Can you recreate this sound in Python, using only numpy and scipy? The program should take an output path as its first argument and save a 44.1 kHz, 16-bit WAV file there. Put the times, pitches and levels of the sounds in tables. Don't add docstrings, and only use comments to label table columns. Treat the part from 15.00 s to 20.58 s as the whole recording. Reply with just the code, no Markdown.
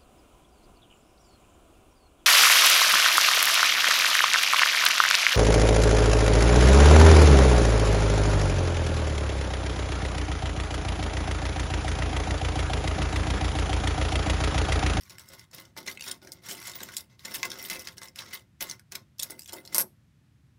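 import sys
import numpy as np
from scipy import signal
from scipy.fft import rfft, irfft, next_fast_len
from scipy.io import wavfile
from scipy.ndimage import map_coordinates

SR = 44100
rng = np.random.default_rng(int(sys.argv[2]) if len(sys.argv) > 2 else 0)


def master(y):
    cut = np.clip(np.atleast_2d(y).T, -1, 1)
    pcm = np.round(cut * 32767)
    wavfile.write(sys.argv[1], SR, pcm.astype(np.int16))


N = 246164
TIME = np.arange(N) / SR
TOP_HZ = 15680

# (start [s], length [s], rustle [dB], fizz [dB], weight on the counter [dB])
PUSH_EVENTS = [(0.0, 0.068, -62, -67, -73.5), (0.105, 0.0039, -48.5, -57.5, -54),
               (0.147, 0.28, -61.5, -64.5, -72), (0.194, 0.014, -72, -70, -68),
               (0.297, 0.05, -55.5, -70, -56.5), (0.519, 0.16, -63, -78, -63.5),
               (0.529, 0.07, -51, -57.5, -59), (0.772, 0.02, -45.5, -51.5, -48.5),
               (0.858, 0.068, -51, -51, -54), (1.026, 0.072, -60, -47.5, -71),
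               (1.061, 0.057, -44, -52.5, -51), (1.219, 0.067, -63, -64, -54.5),
               (1.316, 0.057, -59.5, -82, -61.5), (1.427, 0.49, -51, -57.5, -58.5),
               (1.483, 0.052, -47, -44, -46.5), (1.667, 0.023, -44, -58, -57.5),
               (1.744, 0.012, -47.5, -52, -56), (1.811, 0.0055, -54, -69, -48.5),
               (1.932, 0.082, -60, -55, -61.5), (2.096, 0.043, -65.5, -87, -68),
               (2.19, 0.06, -59, -66, -70.5), (2.248, 0.0075, -42, -55, -51.5),
               (2.27, 0.08, -50.5, -55, -54.5), (2.339, 0.014, -46, -35, -56),
               (2.345, 0.32, -50, -59.5, -52.5), (2.444, 0.0023, -43.5, -42, -41.5),
               (2.571, 0.22, -51, -52, -64.5), (2.7, 0.061, -44, -44.5, -46.5),
               (2.766, 0.14, -51, -58.5, -58), (2.966, 0.011, -55.5, -52, -57),
               (3.013, 0.045, -50.5, -53, -54.5), (3.159, 0.22, -53, -68, -60.5),
               (3.185, 0.022, -48.5, -60, -56.5), (3.33, 0.017, -49, -50, -53),
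               (3.613, 0.0099, -38.5, -49, -45), (3.634, 0.091, -51.5, -56.5, -60.5),
               (3.919, 0.006, -61, -51, -53.5), (3.947, 0.0036, -44, -64, -56.5),
               (4.198, 0.076, -56.5, -61, -66), (4.298, 0.01, -46.5, -44, -44),
               (4.323, 0.098, -74, -62, -88), (4.479, 0.05, -57, -71, -63.5),
               (4.527, 0.008, -50, -46, -43.5), (4.549, 0.058, -65.5, -52.5, -59.5),
               (4.635, 0.095, -65.5, -70, -59), (4.723, 0.008, -48, -53, -51.5)]
# (time [s], length [s], first link level [dB], chime against clack [dB])
CHAIN_FALLS = [(4.746, 0.029, -9.5, -2), (4.7819, .04, -6, 4.5)]
# (frequency [Hz], width [Hz], level [dB])
LEAF_RESONANCES = [(1085, 55, -4.5), (1420, 160, -11), (2055, 30, -1.5), (2118, 30, -3), (2615, 35, 0),
                   (3320, 50, -7), (3840, 50, -2), (4380, 50, -6), (5030, 50, -2), (5230, 55, 3),
                   (5630, 60, -1), (6330, 50, -1), (6930, 60, -3), (7940, 85, -2)]
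# (frequency [Hz], level [dB])
COUNTER_COLOUR = [(110, -19), (170, 4), (240, -1.5), (330, 8), (450, -1.5), (750, 3), (1100, -9.5),
                  (1500, -1), (2400, -21)]
# (frequency [Hz], level [dB])
JINGLE_COLOUR = [(1500, 0), (2600, 1.5), (6000, -1), (9000, -4.5), (15000, -3.5)]


def amp(db):
    return 10 ** (np.asarray(db) / 20)


def unit(x):
    return x / np.sqrt(np.mean(x ** 2) + 1e-20)


def to_peak(x):
    return x / np.abs(x).max()


def along(points, hz):
    f, v = np.transpose(points)
    return np.interp(np.log(hz + 1), np.log(f + 1), v)


def fade(t, t60):
    return np.exp(-np.log(1000) * t / np.maximum(t60, 1e-4))


def add(track, s, x):
    part = track[max(round(s * SR), 0):][:len(x)]
    part += x[:len(part)]


def random_sign(shape=None):
    return rng.choice([-1, 1], shape)


def filtered(x, response):
    size = next_fast_len(len(x) + 8192)
    spectrum = rfft(x, size) * response(np.fft.rfftfreq(size, 1 / SR))
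    return irfft(spectrum, size)[:len(x)]


def coloured(x, points, size=2048):
    hz = np.fft.rfftfreq(size, 1 / SR)
    gain = amp(along(points, hz)) * np.minimum(hz / points[0][0], 1) ** 2
    cepstrum = irfft(np.log(np.maximum(gain, 1e-6)))
    cepstrum[1:size // 2] *= 2
    cepstrum[size // 2 + 1:] = 0
    impulse_response = irfft(np.exp(rfft(cepstrum)))
    return signal.fftconvolve(x, impulse_response)[:len(x)]


def resonant(x, modes):
    def response(f):
        return sum(amp(db) * 1j * f * width / (centre ** 2 - f * f + 1j * f * width)
                   for centre, width, db in modes)
    return filtered(x, response)


def wobble(rate):
    return map_coordinates(rng.standard_normal(int(N * rate / SR) + 4), [TIME * rate])


def grains(rate, spread_db):
    hit = rng.random(N) < rate / SR
    size = amp(spread_db * np.minimum(rng.standard_exponential(N), 3))
    return hit * size * np.sign(rng.standard_normal(N))


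def burst(t60, size=4096):
    return rng.standard_normal(size) * fade(np.arange(size) / SR, t60)


def link_ring(t60, order=40, size=4096):
    t = np.arange(size) / SR
    hz = rng.uniform(1500, TOP_HZ, (order, 1))
    life = t60 * np.exp(0.055 * rng.standard_normal((order, 1)))
    partials = rng.standard_normal((order, 1)) * np.sin(2 * np.pi * hz * t) * fade(t, life)
    return unit(partials.sum(0))


def chatter(x, gap_s=0.0015, loss_db=2.5, count=4):
    delays = np.cumsum(gap_s * rng.uniform(0.47, 2.0, count))
    out = x.copy()
    for k, delay in enumerate(delays):
        rebound = np.pad(x, (int(delay * SR), 0))[:len(x)]
        out += amp(-loss_db * (k + 3.5)) * random_sign() * rebound
    return out


def room_tone(level_db=-61, waver_db=-0.5):
    # (frequency [Hz], level [dB])
    tone_colour = [(25, -47), (42, -28), (56, -7), (90, -1), (120, 1), (170, -5), (290, -16), (450, -29),
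                   (900, -30.5), (1800, -29.5), (2600, -32.5), (6000, -38.5), (12000, -44), (16000, -50)]
    noise = unit(filtered(rng.standard_normal(N), lambda hz: amp(along(tone_colour, hz))))
    low = filtered(noise, lambda hz: hz < 300)
    return amp(level_db) * (noise + low * (amp(waver_db * wobble(8.5)) - 1))


def room(x, build_up_s=0.0071, far_db=-26, far_t60_s=0.21):
    # (frequency [Hz], t60 [s])
    near_decay = [(150, 0.33), (400, 0.2), (1000, 0.13), (2500, 0.046), (6000, 0.034), (14000, 0.055)]
    hz, t, z = signal.stft(rng.standard_normal(SR // 2), SR, nperseg=256)
    near = fade(t, along(near_decay, hz)[:, None])
    far = amp(far_db) * fade(t, far_t60_s)
    tail = signal.istft(z * (near + far), SR, nperseg=256)[1]
    tail *= 1 - np.exp(-(np.arange(len(tail)) / SR / build_up_s) ** 2)
    return signal.fftconvolve(x, tail / np.linalg.norm(tail))[:N]


def knocks(t60_s=0.065, lag_s=0.0038, fall_db=-37.5):
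    out = np.zeros(N)
    blows = [(s + lag_s, weight_db) for s, *_, weight_db in PUSH_EVENTS]
    blows += [(s, fall_db) for s, *_ in CHAIN_FALLS]
    for s, db in blows:
        add(out, s, amp(db) * to_peak(coloured(burst(t60_s, size=8192), COUNTER_COLOUR)))
    return out


def squeaks(waver_hz=70):
    # (time [s], length [s], mean pitch [Hz], level [dB])
    squeak_events = [(1.75, 0.021, 15050, -39), (1.83, 0.009, 14100, -36.5), (2.649, 0.021, 14000, -41),
                     (3.335, 0.016, 14900, -39), (3.616, 0.0093, 14400, -36), (3.625, 0.01, 14700, -40.5),
                     (3.626, 0.0068, 11400, -33)]
    out = np.zeros(N)
    for s, length, hz, db in squeak_events:
        t = np.arange(int(length * SR)) / SR
        pitch = hz + waver_hz * map_coordinates(rng.standard_normal(64), [t * 500])
        swell = np.sqrt(np.abs(np.sin(np.pi * t / length)))
        add(out, s, amp(db) * swell * np.sin(2 * np.pi * np.cumsum(pitch) / SR))
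    return out


def skids(gap_s=0.0014, edge_t60_s=0.009, crack_db=-3, crack_t60_s=0.0022, scatter_db=2, size=2048):
    # (time [s], length [s], level [dB], nominal lowest mode [Hz])
    skid_events = [(0.096, 0.015, -40.5, 2600), (0.531, 0.0049, -43, 3100), (0.56, 0.0067, -42.5, 3380),
                   (0.862, 0.012, -42, 2460), (0.874, 0.0085, -25, 2478), (1.022, 0.004, -29.5, 2780),
                   (1.077, 0.012, -27, 3340), (1.112, 0.007, -24.5, 3350), (1.498, 0.027, -30, 3170),
                   (1.829, 0.0058, -36, 3230), (1.979, 0.008, -32, 4350), (2.249, 0.0094, -28.5, 3330),
                   (2.352, 0.011, -29, 2980), (2.443, 0.011, -33, 2300), (2.71, 0.0073, -28.5, 2070),
                   (2.732, 0.0065, -34, 3240), (3.607, 0.013, -30, 2080), (3.952, 0.0075, -26.5, 2340),
                   (4.194, 0.0039, -26.5, 3410), (4.229, 0.0063, -22, 3890), (4.482, 0.011, -38, 3360),
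                   (4.534, 0.0085, -33, 3250)]
    # (multiple of the lowest mode, level [dB])
    edge_modes = [(1, -2), (1.63, 0), (2.12, -1), (2.65, -3), (3.7, -8.5)]
    out = np.zeros(N)
    t = np.arange(size) / SR
    ratio, level = np.transpose(edge_modes)[:, :, None]
    for s, length, db, lowest_hz in skid_events:
        hz = lowest_hz * ratio * (1 + .025 * rng.standard_normal(ratio.shape))
        delays = np.r_[0, np.cumsum(gap_s * rng.uniform(.5, 1.5, 40))]
        shape = (len(delays), len(ratio), 1)
        strikes = amp(level + scatter_db * rng.standard_normal(shape)) * random_sign(shape)
        crack = amp(crack_db) * coloured(burst(crack_t60_s, size), JINGLE_COLOUR)
        roll = np.zeros(2 * size)
        for delay, strike in zip(delays[delays < length], strikes):
            ring = (strike * np.sin(2 * np.pi * hz * t)).sum(0) * fade(t, edge_t60_s)
            swell = np.sin(np.pi * (delay + gap_s) / (length + 2 * gap_s))
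            add(roll, delay, swell * (ring + crack))
        add(out, s, amp(db) * to_peak(roll))
    return out


def slaps(contact_t60_s=0.00065, scrape_db=-9, bloom_s=0.0018, scatter_db=5.0, size=8192):
    # (time [s], clack level [dB], ringing level [dB])
    slap_events = [(0.881, -25, -36.5), (2.2527, -43, -41), (2.431, -10.5, -22), (2.6998, -18.5, -26),
                   (2.7554, -40, -35), (2.8731, -22.5, -37), (3.6078, -19, -42), (3.925, -30, -37),
                   (3.9526, -26.5, -57), (4.755, -26, -32.5), (4.796, -23, -29)]
    # (frequency [Hz], level [dB])
    slap_colour = [(600, -21), (1100, -11), (2300, 3), (2800, -5), (4200, -4.5), (6500, -1), (8500, -19),
                   (15000, -15)]
    damping_hz = 6.6
    out = np.zeros(N)
    t = np.arange(size) / SR
    hz, width, level = np.transpose(LEAF_RESONANCES)[:, :, None]
    decay = np.exp(-np.pi * (width + damping_hz * (hz / 1000) ** 2) * t)
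    bloom = 1 - np.exp(-t / bloom_s)
    for s, clack_db, ring_db in slap_events:
        contact = signal.unit_impulse(size) + amp(scrape_db) * burst(contact_t60_s, size)
        clack = to_peak(chatter(coloured(contact, slap_colour)))
        sizes = amp(level + scatter_db * rng.standard_normal(hz.shape)) * random_sign(hz.shape)
        ring = (sizes * np.sin(2 * np.pi * hz * t) * decay).sum(0) * bloom
        add(out, s, amp(clack_db) * clack + amp(ring_db) * .5 * ring)
    return out


def chain_drop(clack_t60_s=0.023, chime_t60_s=0.0049, crack_t60_s=0.0027, crack_db=-12,
               scatter_db=1, count=10):
    # (frequency [Hz], level [dB])
    clack_colour = [(300, -14.5), (1500, -12.5), (3000, -13), (4200, -8.5), (5600, -1), (7300, -8.5),
                    (8300, 1.5), (10500, -5), (14000, -15), (16000, -6)]
    chime_colour = [(7000, -32), (10750, -20), (11150, 0), (12000, -4), (13000, -7), (13900, -20),
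                    (16000, -28)]
    link_gap_s, follow_db, settle_db_per_s = .005, -6, 153.5
    out = np.zeros(N)
    for s, length, db, chime_db in CHAIN_FALLS:
        for k in range(count):
            delay, follower_db = 0, 0
            if k:
                delay = link_gap_s * (k + rng.uniform(-.35, .35))
                follower_db = follow_db - settle_db_per_s * delay + scatter_db * rng.standard_normal()
            clack = unit(coloured(burst(clack_t60_s), clack_colour))
            crack = unit(coloured(burst(crack_t60_s), clack_colour))
            chime = unit(coloured(burst(chime_t60_s), chime_colour))
            link = to_peak(clack + amp(crack_db) * crack + amp(chime_db) * chime)
            add(out, s + delay, (delay < length) * amp(db + follower_db) * link)
    return out


def clicks(tick_t60_s=0.0042, ring_t60_s=0.022, graze_t60_s=0.0184, note_cycles=100, overtone_db=-6,
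           tick_db=-3, ring_db=-18, graze_db=-19):
    # (time [s], level [dB], main note [Hz], tilt [dB per octave], lowest link frequency [Hz])
    contact_events = [(0.0094, -42.5, 5200, -1, 2000), (0.0336, -41, 5130, -4, 2500),
                      (0.096, -36.5, 5000, 2.5, 900), (0.183, -35, 8000, -6, 1510),
                      (0.1944, -35, 7910, -4, 1540), (0.2872, -38, 5240, 6, 1500),
                      (0.3341, -40, 10900, 8, 4000), (0.3494, -44, 11900, 3, 4000),
                      (0.394, -37, 5120, -2, 1500), (0.512, -44, 5200, -4.5, 900),
                      (0.5462, -31, 5080, 24, 1500), (0.5986, -36, 4040, 13, 1500),
                      (0.651, -39.5, 5340, -7, 1500), (0.7655, -35, 2065, -6, 890),
                      (0.7748, -38, 3760, 0, 1800), (0.8645, -29.5, 2380, -7, 2000),
                      (0.8824, -26, 2027, -10.5, 1640), (0.973, -33, 2590, -12.5, 2520),
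                      (0.995, -37.5, 2600, -6, 2500), (1.008, -27, 2760, -3, 2700),
                      (1.0399, -32, 2460, -3, 2400), (1.113, -21.5, 9740, -3, 2620),
                      (1.217, -46, 5200, -10, 1200), (1.2481, -47, 5600, 2, 1200),
                      (1.272, -36, 6240, -6.5, 1800), (1.3188, -28.5, 5000, 3.5, 4180),
                      (1.326, -35, 5760, -4, 4500), (1.333, -37, 6560, 5, 4500),
                      (1.4857, -32, 6260, -4, 3000), (1.502, -33, 5600, 4, 2000),
                      (1.53, -33, 10900, 2, 3000), (1.6005, -36, 11400, 4, 4970),
                      (1.637, -39, 7900, 1, 5000), (1.6727, -29.5, 10950, -5, 5000),
                      (1.6801, -32.5, 7000, -13.5, 5060), (1.6845, -42, 7060, -6, 5500),
                      (1.695, -31, 6850, 1, 3000), (1.716, -32.5, 6900, -9, 4000),
                      (1.804, -29.5, 3930, -8, 1190), (1.8323, -28, 7550, -4.5, 1510),
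                      (1.847, -43, 5540, 9, 3000), (1.888, -34.5, 5760, -11, 1500),
                      (1.966, -26, 5030, 19, 3000), (1.9669, -18.5, 7500, -4.5, 2920),
                      (1.9732, -26, 7800, -4, 3950), (1.98, -28, 7100, -3, 4000),
                      (2.006, -34.5, 5200, 3, 3060), (2.1932, -43, 3920, -4.5, 2060),
                      (2.2545, -27, 4100, -1.5, 1610), (2.3405, -43, 10500, -3, 3000),
                      (2.349, -21, 13400, 10, 4000), (2.3554, -27, 6300, -7, 1840),
                      (2.4521, -25.5, 2670, 5, 1800), (2.502, -28, 5360, -3, 2000),
                      (2.5159, -25.5, 3690, -6.5, 1480), (2.596, -42, 10900, 6, 4000),
                      (2.626, -27, 5500, 20, 2980), (2.64, -32.5, 9200, 3, 3950),
                      (2.6993, -23, 7260, 8, 3000), (2.793, -28, 5300, 6, 2000),
                      (2.819, -38, 9100, 3, 3520), (2.872, -27, 5050, -4.5, 2000),
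                      (2.8852, -30, 5040, -8, 2000), (2.9801, -30, 5870, -6, 1980),
                      (3.0164, -33.5, 2020, -9.5, 1180), (3.0312, -31, 5460, -4, 1520),
                      (3.0835, -39, 5560, -7, 2000), (3.1581, -31.5, 5200, -2, 1500),
                      (3.189, -26.5, 3900, -7.5, 3050), (3.609, -21, 6180, 5, 1500),
                      (3.6235, -20, 11240, -3.5, 1500), (3.697, -24, 5900, -4, 3470),
                      (3.7113, -23.5, 5560, -7, 3440), (3.7944, -41, 5100, -5.5, 1530),
                      (3.92, -29.5, 5700, -5.5, 1140), (3.9535, -25, 11820, 0.5, 2490),
                      (4.1835, -40, 5070, -1.5, 3020), (4.197, -20.5, 8830, -5.5, 3300),
                      (4.215, -34, 8600, -6, 3960), (4.2242, -23.5, 6900, -4, 3300),
                      (4.231, -19, 12400, 0, 3460), (4.2434, -35.5, 7760, -14, 3280),
                      (4.3056, -26, 9900, 4, 1500), (4.3924, -29, 4750, -2, 2500),
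                      (4.408, -39.5, 8200, -4, 4000), (4.419, -34.5, 5300, -2.5, 3020),
                      (4.432, -40, 7540, -6, 3000), (4.444, -43, 8500, -5, 4000),
                      (4.4585, -35, 6050, -3, 3020), (4.476, -36, 4950, -3, 3050),
                      (4.4934, -31, 5300, -9, 3050), (4.523, -33.5, 4200, -1, 1960),
                      (4.5316, -26, 9140, 11, 2000), (4.651, -35.5, 5300, -3.5, 3060),
                      (4.66, -40.5, 7650, -4, 4000), (4.6747, -33.5, 5130, -6, 2500)]
    # (frequency [Hz], level [dB])
    link_colour = [(700, -3), (1600, -3.5), (2800, -6), (5000, 0.5), (7500, 1), (10500, -1), (15500, -3.5)]
    # (main note [Hz], level [dB])
    note_levels = [(2000, -13), (2700, -9.5), (5000, -12.5), (11000, -5)]
    low_cut_db_per_octave, low_cut_depth_db = 22, 26.5
    note_lift_db, note_width_octaves = 8.5, 0.12
    out = np.zeros(N)
    grid = np.geomspace(700, 16000, 24)
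    for s, db, hz, tilt, lowest_hz in contact_events:
        octaves = np.log2(grid / hz)
        low_cut = np.clip(low_cut_db_per_octave * np.log2(lowest_hz / grid), 0, low_cut_depth_db)
        note_lift = note_lift_db * np.exp(-(octaves / note_width_octaves) ** 2)
        colour = np.c_[grid, along(link_colour, grid) - low_cut + tilt * octaves + note_lift]

        strike = link_ring(tick_t60_s, order=12) + .5 * unit(burst(tick_t60_s))
        tick = to_peak(chatter(coloured(strike, colour)))
        ring = coloured(link_ring(ring_t60_s), colour)
        ring /= np.std(ring[:441])

        t = np.arange(len(ring)) / SR
        overtone_hz = min(hz * rng.uniform(1.25, 1.8), TOP_HZ)
        note = sum(amp(part_db) * np.sin(2 * np.pi * f * t) * fade(t, note_cycles / f)
                   for f, part_db in [(hz, 0), (overtone_hz, overtone_db)])
        graze = to_peak(coloured(burst(graze_t60_s), colour))[::-1]
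        contact = amp(tick_db) * tick + amp(ring_db) * ring + amp(along(note_levels, hz)) * note
        add(out, s + 0.00087, amp(db) * contact)
        add(out, s + 0.00063 - len(graze) / SR, amp(db + graze_db) * graze)
    return out


def jingle(rate=10, ring_t60_s=0.029, spread_db=3.0, crack_db=-3, count=20):
    taps = np.zeros(N)
    for _ in range(count):
        ring = link_ring(ring_t60_s, order=8) + amp(crack_db) * unit(burst(0.0012))
        taps += signal.oaconvolve(grains(rate, spread_db), ring)[:N]
    return unit(coloured(taps, JINGLE_COLOUR))


def effort(levels_db, grip_s, release_t60_s):
    grip_share, ease_db = 0.037, 1.5
    slack_db, slack_t60_s = -12, 0.04
    power, t = np.zeros(N), np.arange(-SR // 2, SR) / SR
    slack = amp(slack_db) * fade(np.abs(t), slack_t60_s)
    for (s, length, *_), db in zip(PUSH_EVENTS, levels_db):
        grip = np.clip(t / (grip_s + grip_share * length), 0, 1)
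        held = amp(db + ease_db * (1.5 - np.clip(t / length, 0, 1)))
        release = fade(np.maximum(t - length, 0), release_t60_s)
        gain = np.maximum(grip, slack) * held * release
        power += np.interp(TIME, s + t, gain, 0, 0) ** 2
    return np.sqrt(power)


def sliding(rustle_db=-7.0, fizz_db=-5.0, rumble_db=-9, loose_db=-2.5, unsteady_db=2.0):
    # (frequency [Hz], level [dB])
    rustle_colour = [(700, -15), (1000, 2), (1600, 2.5), (2050, 8), (2400, -3.5), (3000, -0.5), (3900, 2),
                     (5200, 1), (6600, -1), (7600, -7.5), (9500, -14.5), (14000, -32)]
    fizz_colour = [(7000, -46.5), (9500, -4), (11500, -11), (13000, -11.5), (14700, -7), (16000, -4.5)]
    _, _, rustles, fizzes, weights = np.transpose(PUSH_EVENTS)
    unsteady = amp(unsteady_db * wobble(45))
    rustle_gain = unsteady * effort(rustles, grip_s=0.0024, release_t60_s=0.14)
    fizz_gain = unsteady * effort(fizzes, grip_s=0.0024, release_t60_s=0.14)
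    rumble_gain = effort(weights, grip_s=0.0028, release_t60_s=0.21)

    catches = grains(rate=2800, spread_db=4) * amp(2.4 * wobble(120))
    rustle = rustle_gain * amp(rustle_db) * unit(coloured(catches, rustle_colour))
    fizz = fizz_gain * amp(fizz_db) * unit(coloured(catches, fizz_colour))
    rumble = rumble_gain * amp(rumble_db) * unit(coloured(catches, COUNTER_COLOUR))
    loose_links = amp(loose_db) * np.sqrt(rustle_gain * fizz_gain) * jingle()
    return loose_links + rustle + fizz + rumble


def leaves_ringing(x, touch_db=3.5, touch_rate=13, leaf_db=-4, count=2):
    out = np.zeros(N)
    for hz, width, db in LEAF_RESONANCES:
        for k in range(count):
            mode = (hz * (1 + .06 * k * rng.uniform(-1, 1)), width, db + leaf_db)
            touch = amp(touch_db * (np.tanh(wobble(touch_rate)) * 2.3 - 0.5))
            out += touch * resonant(x, [mode])
    return out


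def scene(struck_db=-6, dragged_db=5, counter_db=3, near_db=1.5, room_db=-6):
    # (frequency [Hz], width [Hz], level [dB])
    counter_modes = [(236, 24, 2), (320, 24, -7), (366, 14, -2), (397, 14, -2), (517, 18, 4), (625, 40, -7),
                     (890, 45, -2)]
    contacts = clicks() + skids() + chain_drop() + squeaks()
    drag = sliding()
    leaves = leaves_ringing(amp(struck_db) * contacts + amp(dragged_db) * drag)
    near = contacts + drag + leaves + slaps() + knocks()
    near = near + amp(counter_db) * resonant(near, counter_modes)
    return (amp(near_db) * near + amp(room_db) * room(near) + room_tone())[None]


def record(dry):
    return filtered(dry[0], lambda hz: 1 / np.sqrt(1 + (hz / TOP_HZ) ** 140))[None]


dry = scene()
out = record(dry)
master(out)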